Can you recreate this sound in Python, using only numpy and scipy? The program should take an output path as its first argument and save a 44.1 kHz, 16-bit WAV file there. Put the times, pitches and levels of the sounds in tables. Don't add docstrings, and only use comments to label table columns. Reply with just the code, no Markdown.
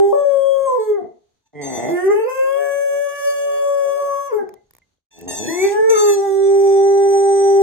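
import sys
import numpy as np
from scipy import signal
from scipy.fft import rfft, irfft, next_fast_len
from scipy.io import wavfile
from scipy.ndimage import uniform_filter1d, map_coordinates

SR = 44100
rng = np.random.default_rng(int(sys.argv[2]) if len(sys.argv) > 2 else 0)


def unload_wav(signal):
    wavfile.write(
        sys.argv[1],
        SR,
        np.round(np.clip(np.atleast_2d(signal).T, -1, 1) * 32767).astype(np.int16),
    )


def natural_amplitude(level_db):
    exponent = np.asarray(level_db, float) / 20
    return 10 ** exponent


N = 336042
T = np.arange(N) / SR


def unit(x):
    return x / np.sqrt(np.mean(x ** 2) + 1e-20)


def along(points, hz):
    f, v = np.transpose(points)
    return np.interp(np.log(hz + 1), np.log(f + 1), v)


def played(rows, fade_s):
    s, *columns = np.transpose(rows)
    first = s[0] if s[0] > .1 else -1
    last = s[-1] if s[-1] < T[-1] - .1 else T[-1] + 1
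    span = slice(max(int(first * SR), 0), min(int(last * SR), N))
    t = T[span]
    fade = np.clip(np.minimum(t - first, last - t) / fade_s, 0, 1)
    return span, fade, [np.interp(t, s, column) for column in columns]


def wobble(rate, size):
    knots = rng.standard_normal(int(size * rate / SR) + 4)
    return map_coordinates(knots, [np.arange(size) * rate / SR])


def bump(t, centre_s, half_s):
    return np.exp(-((t - centre_s) / half_s) ** 2)


def filtered(x, response):
    m = next_fast_len(x.shape[-1] + 8192)
    return irfft(rfft(x, m) * response(np.fft.rfftfreq(m, 1 / SR)), m)[..., :x.shape[-1]]


def modes(table):
    return lambda f: sum((-1) ** k * natural_amplitude(db) * 1j * f * w / (c * c - f * f + 1j * f * w)
                         for k, (c, w, db) in enumerate(table))


def howls():
    # time_s, pitch_hz, level_db, octave_partial_db, mouth_opening_db, left_minus_right_db, left_lead_rad
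    calls = [
        [(0.03, 396.7, -9, -25.5, -56.5, -2, 2.14), (0.125, 404.6, -20, -28.5, -63, 0, -1),
         (0.13, 573.5, -11, -29.5, -48, 8, 2), (0.22, 568.5, -20.5, -43, -55, 1, -1.5),
         (0.24, 561.3, -18.5, -41, -54, 5.5, 0.9), (0.255, 564, -11.5, -42, -54.5, 12, 2.7),
         (0.32, 554.9, -13, -39, -50.5, 19.5, 5), (0.42, 547, -14.5, -35, -58, 14, 3),
         (0.5, 548.6, -12.5, -40, -64.5, 15, 2.5), (0.655, 541.8, -17.5, -32, -56.5, 15, -2),
         (0.68, 523.4, -19, -19, -64, 12.5, 1), (0.71, 507.4, -19, -23, -63, -1, 2),
         (0.765, 503, -18.5, -29, -60, -4.5, 3.5), (0.79, 435.5, -18, -40, -55.5, -1.5, 0.77),
         (0.85, 431.6, -27, -39, -54, 2, 1), (0.91, 421.3, -12.5, -43.5, -54, -6, 0.5),
         (0.96, 404.5, -22.5, -48, -50.5, 2.5, 0), (0.99, 371.7, -35, -34.5, -57, -3, -0.5),
         (1.025, 335, -27.5, -37, -79, 0, 2)],
        [(1.885, 328, -27.5, -52, -51.5, -3, 0.5), (1.945, 351.3, -18.5, -37, -42, -2, 0.1),
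         (1.99, 360.1, -26, -33, -29.5, 2, 1.5), (2.02, 368.4, -31, -33.5, -39, -7, -1.9),
         (2.045, 379, -15.5, -40, -34, -1, -2), (2.08, 387.9, -13, -31.5, -40.5, -3, 0.5),
         (2.11, 411.3, -14, -30.5, -29.5, 5.5, 0), (2.142, 417.9, -18.5, -41.5, -36.5, 9, 4),
         (2.195, 435.5, -17.5, -29, -44.5, 15, -3), (2.255, 464.3, -19.5, -42, -44.5, -3.5, 4),
         (2.285, 515.3, -24, -31, -42.5, -14, -0.5), (2.35, 527.8, -36, -36, -40.5, 9.5, 6),
         (2.4, 529, -13.5, -34.5, -37, 1.5, 2), (2.51, 545, -18, -29, -42.5, 8.5, 1.47),
         (2.62, 564.9, -17.5, -37, -33, 14.5, 1.7), (2.73, 561, -19.5, -37, -33, 14.5, -1.5),
         (2.86, 564, -17, -50.5, -38, 6, 2), (2.95, 564.2, -19.5, -41, -37, 3, -0.38),
         (3.01, 567.6, -18, -53, -39, 11, .5), (3.07, 567.6, -21, -37.5, -39, 11, 3.3),
         (3.17, 572, -34, -33.5, -35, 4, -3.5), (3.22, 569.3, -27.5, -34, -36.5, -7, 2),
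         (3.28, 570.6, -13, -33.5, -35.5, 3, 2), (3.335, 570.7, -23, -38, -38, -2.5, 1.5),
         (3.39, 567.5, -21.5, -42, -39.5, 2, 0.5), (3.47, 569.6, -19, -40.5, -42, 2.5, 0.5),
         (3.56, 568, -20, -34.5, -41.5, -0.5, 1.13), (3.63, 564.3, -17, -35, -44.5, 3.5, 2),
         (3.7, 565.1, -17, -32.5, -49.5, 4.5, 3.5), (3.83, 560.7, -16, -34, -44, 10.5, 1.96),
         (3.96, 563.5, -19.5, -33, -44, 13, -6.3), (4.05, 564, -21.5, -27.5, -48, -5, 0),
         (4.16, 559.2, -22.5, -22, -46.5, 23.5, -2.5), (4.292, 561, -34, -32.5, -51, 10.5, 7),
         (4.31, 503.7, -33, -37, -31, -3, 6), (4.33, 440, -16, -39.5, -40.5, 5, 3),
         (4.37, 420.8, -17.5, -41, -50.5, 8.5, 0.23), (4.395, 407.6, -27.5, -26.5, -40, 3, 2.77),
         (4.43, 381, -22, -46.5, -52, 5.5, 2.5), (4.447, 364, -42, -40, -54, 2.5, 0)],
        [(5.47, 276.2, -21.5, -27, -55, 11.5, -10), (5.5, 326.7, -26, -38, -56, 7, 3.5),
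         (5.54, 346, -26, -40, -52.5, 7, -3), (5.59, 363.7, -19, -39, -48, 5.5, -1),
         (5.65, 399.5, -15, -28, -46, 0.5, 0.1), (5.695, 399.7, -19, -34, -54, 2, -0.4),
         (5.74, 416.2, -25.5, -30.5, -46.5, -2, 0.3), (5.79, 429.8, -12.5, -26.5, -43.5, 1.5, 3.5),
         (5.875, 445, -12.5, -40.5, -32.5, -5.5, 2.5), (5.92, 454, -7.5, -32.5, -18.5, 12, 3.5),
         (5.965, 420.2, -17.5, -39.5, -27, 3.5, 4), (6.03, 421, -12, -27, -31.5, 0, 1.5),
         (6.1, 407.2, -11, -32.5, -30, -3, 1), (6.15, 400.5, -17, -36.5, -47, 2, .5),
         (6.19, 393.6, -14, -23.5, -45.5, 5.5, 1.5), (6.25, 398, -22, -20, -41, 1.5, 0),
         (6.31, 389.7, -16, -32.5, -47.5, -7.5, 0.8), (6.49, 394.3, -10.5, -32.5, -51, -2, 0.9),
         (6.63, 395.3, -11, -26.5, -53.5, -2.5, 0.74), (6.77, 393.3, -11, -24, -51, -1, 0.5),
         (6.95, 396.5, -11.5, -23.5, -46.5, -1, 0.63), (7.19, 395.8, -13, -23, -48.5, -2, 0.5),
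         (7.4, 395.3, -13, -21.5, -47, -1, 0.3), (7.56, 394.9, -10.5, -23, -50, 1.5, 0.6)],
    ]
    # multiple, relative_level_db
    high_muzzle = [(5, -30), (6, -7.5), (7, -26), (8, -19.5), (9, -40), (10, -37.5), (11, -7), (12, -11.5),
                   (13, -22.5), (14, 0), (15, -6), (16, -17.5), (17, -27.5), (18, -40), (19, -16.5),
                   (20, -16), (21, -18), (22, -17), (23, -22.5), (24, -18), (25, -29), (26, -40), (27, -16),
                   (28, -31)]
    level_muzzle = [(5, 2), (6, -8.5), (7, -55), (8, -9), (9, -11.5), (10, -12), (11, 3), (12, -14),
                    (13, 2), (14, -7.5), (15, -4), (16, -27.5), (17, -5.5), (18, -7), (19, -20.5),
                    (20, -12), (21, -11), (22, -3), (23, -7), (24, -17.5), (25, -37.5), (26, -34.5),
                    (27, -29)]
    raised_muzzle = [(5, 11), (6, -13.5), (7, -21.5), (8, -17.5), (9, -10), (10, -16), (11, -55),
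                     (12, -45.5), (13, -13.5), (14, -19), (15, 7.5), (16, -19), (17, -6.5), (18, -32.5),
                     (19, -14.5), (20, -3), (21, -1), (22, -7), (23, -27.5), (24, -29.5), (25, -31),
                     (26, -31.5), (27, -15), (28, -14.5), (29, -30), (30, -34), (31, -33.5), (32, -31.5),
                     (33, -34.5), (34, -40.5), (35, -45.5), (36, -16), (37, -19.5), (38, -24), (39, -35.5)]
    muzzles = [(high_muzzle, 550), (level_muzzle, 565), (raised_muzzle, 395)]
    # frequency_hz, gain_db
    mouths = [
        [(1000, -3), (1250, 2.5), (1500, 0), (1680, -1), (1750, 0), (2100, -3.5), (2250, -12), (2800, -16.5)],
        [(1000, -9), (1250, -9.5), (1400, 5), (1600, 2.5), (1750, -0.5), (1900, -6.5), (2250, -10.5),
         (2650, -2), (2850, -13.5)],
        [(900, 12), (1190, -1), (1275, 2), (1330, -6), (1500, -9), (1590, -0.5), (1730, 3.5), (1810, -5),
         (1980, -4), (2150, -10.5), (2260, -13.5)],
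    ]
    # upper_partials_db, hiss_under_them_db, breath_runs_out_s
    breaths = [(-43.5, -19, 0.9), (-44.5, -17, 4.36), (-41.5, -17, 8)]
    out, held = np.zeros((2, 2, N))
    sides = np.array([[1], [-1]])
    for rows, (muzzle, home_hz), mouth, (bright_db, hiss_db, out_s) in zip(calls, muzzles, mouths, breaths):
        span, fade, (hz, db, octave_db, mouth_db, pan_db, lead) = played(rows, 0.012)
        n, t = len(hz), T[span]

        glide = uniform_filter1d(np.abs(np.gradient(np.log(hz))) * SR, size=1200)
        jitter = (.0013 + .003 * np.minimum(glide, 1.5)) * wobble(70, size=n)
        phase = 2 * np.pi * np.cumsum(hz * (1 + jitter)) / SR
        depth = flutter_depth(t)
        beat = 2 * np.pi * np.cumsum(148 + 6 * wobble(25, size=n)) / SR
        shimmer = 1 + 2 * depth * np.sin(beat)
        shimmer += (natural_amplitude(-30.5) + 0.017 * np.minimum(glide, 3)) * wobble(260, size=n)
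        shimmer += natural_amplitude(-42.5) * wobble(900, size=n)
        flicker_db = 1 + 3 * np.minimum(glide, 1)

        def partial(k):
            drift = natural_amplitude(sides * 1.2 * wobble(5.067, size=n))
            start = rng.uniform(0, 2 * np.pi)
            return drift * np.sin(k * phase + start + sides * .25 * wobble(4, size=n))

        lean = natural_amplitude(np.array([pan_db, -pan_db]) / 2)
        lean = lean / np.sqrt(np.mean(lean ** 2, 0))
        shake = 2 * 0.16 * depth * np.cos(beat)
        lowest = natural_amplitude(db) * lean * np.sin(phase + shake + np.array([lead, -lead]) / 2)
        low = natural_amplitude(octave_db + 1.8 * wobble(25, size=n)) * np.sin(2 * phase)
        break_db = 4.5 * np.maximum(glide - 2.5, 0)
        for k in range(3, 6):
            gain_db = mouth_db + along(mouth, k * hz) + partial_swell_db(t, k * hz) - break_db
            low = low + natural_amplitude(gain_db + flicker_db * wobble(22, size=n)) * partial(k)

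        order, order_db = np.transpose(muzzle)
        upper = np.zeros((2, n))
        blur_db = 7.5 * np.minimum(glide, 2)
        for k in range(6, 40):
            gain_db = np.interp(k * hz / home_hz, order, order_db, right=-120) + partial_swell_db(t, k * hz)
            upper += natural_amplitude(gain_db - blur_db + 2 * flicker_db * wobble(9, size=n)) * partial(k)
        upper *= natural_amplitude(push_db(t) - 6.0) * (1 + 0.18 * wobble(150, size=n))
        hiss = natural_amplitude(hiss_db + 4 * wobble(8.9, size=n)) * muzzle_hiss(phase)
        top_db = bright_db - 193.5 * np.maximum(t - out_s, 0)

        body = np.sqrt(2) * shimmer * (lowest + low)
        out[:, span] += fade * (body + natural_amplitude(top_db) * (upper + hiss))
        settled = 1 - np.clip(uniform_filter1d(glide, size=5000) / 0.94, 0, 1)
        held[:, span] += fade * np.sqrt(2) * settled * (lowest + low)
    return out, held


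def flutter_depth(t):
    # centre_s, half_length_s, depth_db
    bouts = [(2.406, 0.12, -36), (2.62, 0.063, -14.5), (3.206, 0.59, -31), (3.58, 0.09, -25),
             (3.945, 0.22, -28), (4.424, 0.024, -20.5)]
    return natural_amplitude(-51.5) + natural_amplitude(2.1 * wobble(14, size=len(t))) * sum(natural_amplitude(d) * bump(t, s, half) for s, half, d in bouts)


def partial_swell_db(t, hz):
    # centre_s, half_length_s, frequency_hz, width_hz, gain_db
    swells = [(0.478, 0.12, 3320, 200, 10.5), (.83, 0.035, 4570, 400, 18), (1.88, .06, 2900, 520, -14.5),
              (2.026, 0.097, 1460, 150, -12), (1.93, .04, 2080, 180, 25), (2.04, .07, 1880, 200, 6),
              (2.2, .07, 2620, 200, 14), (5.62, .06, 2280, 250, 33), (5.74, .06, 2900, 200, 22),
              (2.7, 0.17, 4200, 1900, -8.5), (2.74, 0.048, 3380, 200, 13.5), (2.85, 0.25, 4660, 300, -27.5),
              (3.305, .11, 4460, 250, 8), (3.5, 0.3, 2800, 200, 8.5), (3.53, 0.2, 3400, 250, 9),
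              (3.9, .1, 4500, 250, 6), (3.898, 0.097, 3380, 200, 11), (4.333, 0.037, 1380, 200, 14),
              (4.385, .072, 2640, 990, -18), (4.403, 0.022, 1560, 140, 8.5), (5.5, .03, 1000, 150, 10),
              (5.686, .025, 2010, 150, 15), (5.774, 0.11, 1720, 200, 11), (6.023, 0.15, 1800, 250, -23.5),
              (6.05, 0.15, 2340, 200, -11), (7.296, .2, 8380, 390, 12.5)]
    return sum(d * bump(t, s, half) * np.exp(-((hz - c) / w) ** 2) for s, half, c, w, d in swells)


def push_db(t):
    # centre_s, half_length_s, gain_db
    pushes = [(2.9, 0.62, 2), (3.28, 0.096, 7.5), (7.196, 0.084, 2)]
    return sum(d * bump(t, s, half) for s, half, d in pushes)


def muzzle_hiss(phase):
    # frequency_hz, width_hz, gain_db per pass
    breath = [(1650, 1400, -3.5), (3480, 720, -1.5), (5250, 880, -1), (6600, 600, 0.5), (8200, 1200, -1),
              (10100, 700, -2), (11100, 860, -2), (13200, 700, 0.5), (14700, 1000, -3.5)]
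    n = len(phase)
    air = rng.standard_normal(n) + .5 * rng.standard_normal((2, n))
    return unit(filtered((1 + np.sin(phase)) * air, lambda f: modes(breath)(f) ** 2))


def growls():
    # time_s, pulse_rate_hz, level_db, open_throat_db, upper_throat_db
    growl_rows = [
        [(1.525, 150.6, -50, 8, -16), (1.56, 149.7, -35.5, -12, -12), (1.62, 141.8, -32.5, -2.5, -6),
         (1.688, 136.8, -32, -1, -12), (1.75, 117.1, -30, 1.5, -11), (1.82, 115.9, -27, -0.5, -10),
         (1.86, 130.4, -28, -2, -14), (1.89, 157, -29, 5, -11.5), (1.93, 163.8, -37.5, -15, -20),
         (1.96, 165, -38, -8, -13)],
        [(5.11, 85.04, -72.5, 0, -32.5), (5.19, 83.6, -45.5, -4, -40), (5.236, 86, -34.5, -14, -51),
         (5.3, 90.64, -33, 0, -42), (5.35, 95.7, -38, 0, -39), (5.42, 111.7, -32, -8.5, -41),
         (5.465, 133.5, -25, -23, -37), (5.5, 149.2, -35, -17, -17), (5.54, 150.7, -47, -5, -20)],
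    ]
    # start_s, peak_db
    creak_rows = [(0.978, -39), (4.39, -41.5)]
    # frequency_hz, width_hz, gain_db (per pass; both throats are applied twice)
    chest_modes = [(177, 220, -2), (260, 71, 6), (434, 72, 5)]
    throat_modes = [(624, 190, 5), (860, 140, 6), (1200, 890, -4)]
    upper_modes = [(1800, 250, 5.5), (2066, 168, 14), (3270, 190, 2.5), (5960, 1700, -4.5),
                   (8460, 1100, -5.5)]
    calls = list(zip(growl_rows, [(.2, .5), (.25, .55)]))
    calls += [(creak(*row), (.8, .8)) for row in creak_rows]
    out = np.zeros(N)
    for rows, rough_ends in calls:
        span, fade, (hz, db, open_db, upper_db) = played(rows, 0.031)
        n = len(hz)
        rough = np.linspace(*rough_ends, n)
        cycles = np.cumsum(hz * (1 + .08 * rough * wobble(60, size=n))) / SR
        at = np.flatnonzero(np.diff(np.floor(cycles)))
        pulses = np.zeros(n)
        pulses[at] = natural_amplitude(6 * rough[at] * rng.standard_normal(len(at)))
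        smear = rough * np.exp(-1.2 * (cycles % 1)) * rng.standard_normal(n)
        drive = unit(pulses) + smear
        band = lambda f: 1 / (1 + 1j * f / 1100) ** 2 / (1 + 70 / (1j * f + 1)) ** 2
        chest = unit(filtered(drive, lambda f: modes(chest_modes)(f) * band(f) / (1 + 1j * f / 600) ** 2))
        throat = unit(filtered(drive, lambda f: modes(throat_modes)(f) ** 2 * band(f)))
        upper = unit(filtered(drive, lambda f: modes(upper_modes)(f) ** 2))
        stumble_db = 5 * rough * wobble(30.7, size=n)
        out[span] += fade * natural_amplitude(db + stumble_db) * (chest + natural_amplitude(open_db) * throat + natural_amplitude(upper_db) * upper)
    return out


def creak(s, db):
    open_db, upper_db = -8, -25.5
    return [(s, 256.2, db - 15.5, open_db, upper_db),
            (s + 0.051, 213.4, db, open_db, upper_db),
            (s + 0.2, 223, db - 28, open_db, upper_db)]


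def toy():
    # time_s, pitch_hz, level_db, leaking_air_db
    bites = [
        [(1.42, 905, -68, -13), (1.47, 890, -62, -15), (1.57, 886, -69, -20)],
        [(1.61, 900, -42, -10), (1.64, 909, -37, -26), (1.72, 890, -39, -28.5), (1.78, 887, -37, -25.5),
         (1.86, 885.5, -40, -17.5), (1.92, 863, -43, -8.5), (1.98, 838, -58, -21.5)],
        [(5.106, 883, -57, -11), (5.15, 876, -47.5, -15.5), (5.27, 900, -52, -6.5)],
        [(5.275, 916, -38.5, -11), (5.3, 904, -32.5, -17.5), (5.38, 895, -31, -18), (5.43, 864, -35, -9.5),
         (5.46, 853, -34.5, -8), (5.5, 852, -32, -18), (5.58, 873, -32.5, -20), (5.64, 887, -32, -16.5),
         (5.68, 860, -37.5, -7), (5.73, 879, -50, 6.5), (5.77, 830, -55, -8.5)],
        [(5.893, 873, -34, 3), (5.92, 894, -31.5, -19.5), (5.99, 887.7, -30.5, -23.5), (6.07, 903, -31, -25),
         (6.1, 884, -28.5, -26.5), (6.12, 874, -31.5, -27), (6.142, 853, -30, -25.5), (6.158, 830, -36.5, -19),
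         (6.168, 814, -45, -12)],
    ]
    # multiple of the home pitch, relative_level_db
    reed_partials = [(1, -7.5), (2, -10), (3, -7), (4, -7.5), (5, -2.5), (6, -17.5), (7, 7), (8, -2.5),
                     (9, -0.5), (10, -19.5), (11, -11.5), (12, -15.5), (13, -12), (14, -12), (15, -17.5),
                     (16, -22.5)]
    # frequency_hz, width_hz, gain_db per pass
    air_modes = [(2300, 1400, -4), (3480, 690, -6), (5800, 1300, 1), (7740, 1700, -1), (12500, 2300, -6.5)]
    home_hz, hard_bite_db = 890, -30
    out = np.zeros(N)
    for rows in bites:
        span, fade, (hz, db, air_db) = played(rows, 0.0077)
        n = len(hz)
        leak = natural_amplitude(air_db)
        waver = 0.0037 * wobble(25, size=n) + 0.036 * leak * wobble(120, size=n)
        phase = 2 * np.pi * np.cumsum(hz * (1 + waver)) / SR
        reed = np.zeros(n)
        for k, _ in reed_partials:
            gain_db = np.interp(k * hz / home_hz, *np.transpose(reed_partials))
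            gain_db -= 0.076 * k * (hard_bite_db - db)
            gain_db += 3.5 * wobble(20, size=n)
            hoarse = 1 + 2.3 * leak * wobble(300, size=n)
            reed += natural_amplitude(gain_db) * hoarse * np.sin(k * phase + rng.uniform(0, 2 * np.pi))
        air = unit(filtered(rng.standard_normal(n), lambda f: modes(air_modes)(f) ** 2))
        out[span] += fade * natural_amplitude(db + 1.4 * wobble(20.3, size=n)) * (natural_amplitude(-2.0) * reed + leak * air)
    return out


def ticks():
    # start_s, relative_level_db, relative_low_part_db
    tick_rows = [(0.764, -51, -6), (4.4918, -50, 4), (4.5399, -46.5, 2.5), (4.7089, -47.5, -1),
                 (4.7357, -49, -5.5), (4.7506, -48.5, -1.5), (4.7664, -49, -5), (4.784, -50, -1),
                 (5.189, -44.5, -14.5), (5.212, -37.5, -9)]
    # start_s, pitch_hz, level_db, t60_s
    ring_rows = [(4.565, 2050, -59, .2), (4.666, 6500, -64, .025), (4.819, 2080, -54, .1),
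                 (4.974, 3300, -66, .02), (4.983, 520, -58, .015)]
    out, t = np.zeros(N + SR), T[:SR // 5]
    for s, db, low_db in tick_rows:
        crack = np.diff(rng.standard_normal(len(t) + 1)) * t / .0007 * np.exp(1 - t / .0007) / 4
        body = uniform_filter1d(rng.standard_normal(len(t)), size=12) * natural_amplitude(low_db + 4.5 - 60 * t / 0.01)
        out[round(s * SR):][:len(t)] += natural_amplitude(db + 12.5) * (crack + body)
    for s, hz, db, t60 in ring_rows:
        out[round(s * SR):][:len(t)] += natural_amplitude(db - 60 * t / t60) * np.sin(2 * np.pi * hz * t)
    return out[:N]


def microphones(near):
    # frequency_hz, phase_rad
    phase_turn = [(30, .4), (100, 1.4), (250, 3.26), (400, 1.81), (565, 3.8), (800, 3.86), (1130, 3.36),
                  (1700, 1.1), (2250, 1.6), (3500, 1), (9000, 0.65)]
    # frequency_hz, left_minus_right_db
    balance = [(300, 0.5), (565, -1), (1130, 2.5), (2000, -4), (4000, -1.5), (8000, 3), (12000, -1)]
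    lag_s = 27 / 44100
    side = np.array([[.5], [-.5]])
    return filtered(near, lambda f: natural_amplitude(side * along(balance, f))
                    * np.exp(1j * side * (along(phase_turn, f) - 2 * np.pi * f * lag_s)))


def room(x):
    # frequency_hz, t60_s
    decay = [(150, 0.03), (500, 0.42), (1500, 0.29), (5000, 0.36), (12000, 0.0057)]
    hz, t, z = signal.stft(rng.standard_normal((2, SR // 2)), SR, nperseg=256)
    tail = signal.istft(z * natural_amplitude(-60 * t / along(decay, hz)[:, None]), SR, nperseg=256)[1]
    tail = filtered(tail / np.linalg.norm(tail[0]), lambda f: 1 / (1 + 1j * f / 3780))
    delayed = np.pad(x, (500, 0))
    return signal.fftconvolve(delayed[None], tail, axes=1)[:, :N]


def room_hiss():
    # frequency_hz, relative_density_db
    spectrum = [(15, -34), (25, -0.5), (349, -5.5), (2360, -18.5), (4370, -12), (5140, -22.5),
                (6380, -10.5), (7700, -23.5), (15500, -36)]
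    return natural_amplitude(-72.5) * unit(filtered(rng.standard_normal((2, N)), lambda f: natural_amplitude(along(spectrum, f))))


def handling_rumble():
    # time_s, level_db
    bumps = [(.02, -71.5), (.55, -60.5), (1.68, -78), (1.88, -70), (4.75, -71.5), (5.27, -49),
             (5.62, -49.5), (5.8, -57.5), (5.9, -57.5), (6.55, -73.5)]
    rise_s, t60_s = .04, 0.54
    noise = rng.standard_normal(N) + .22 * rng.standard_normal((2, N))
    low = filtered(noise, lambda f: (f / 30) ** 2 / (1 + (f / 30) ** 2) / (1 + (f / 110) ** 2))
    swell = sum(natural_amplitude(db - 60 * np.maximum(T - s, 0) / t60_s) * np.clip(1 + (T - s) / rise_s, 0, 1)
                for s, db in bumps)
    return (natural_amplitude(-76.5 + 2.4 * wobble(8.3, size=N)) + swell) * unit(low)


def scene():
    howling, held = howls()
    voice, squeaks, clicks = howling + growls(), toy(), ticks()
    direct = microphones(voice + squeaks + clicks)
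    answered = natural_amplitude(-5) * (voice - held).mean(0) + natural_amplitude(-11) * squeaks + natural_amplitude(-19) * clicks
    return direct + room(answered) + room_hiss() + handling_rumble()


def top_cut(x):
    return signal.sosfilt(signal.butter(12, 15640, fs=SR, output="sos"), x)


def record(dry):
    gate_db, steepness, open_db, release_s = -66, 6, -57, .082
    power = np.abs(uniform_filter1d(np.mean(dry ** 2, 0), size=400))
    keep = np.exp(-1 / (release_s * SR))
    released = signal.lfilter([1 - keep], [1, -keep], np.minimum(power, natural_amplitude(2 * open_db)))
    power = np.maximum(power, released)
    gated = dry / (1 + (natural_amplitude(2 * gate_db) / (power + 1e-20)) ** steepness)
    return top_cut(gated)


dry = scene()
out = record(dry)
unload_wav(out)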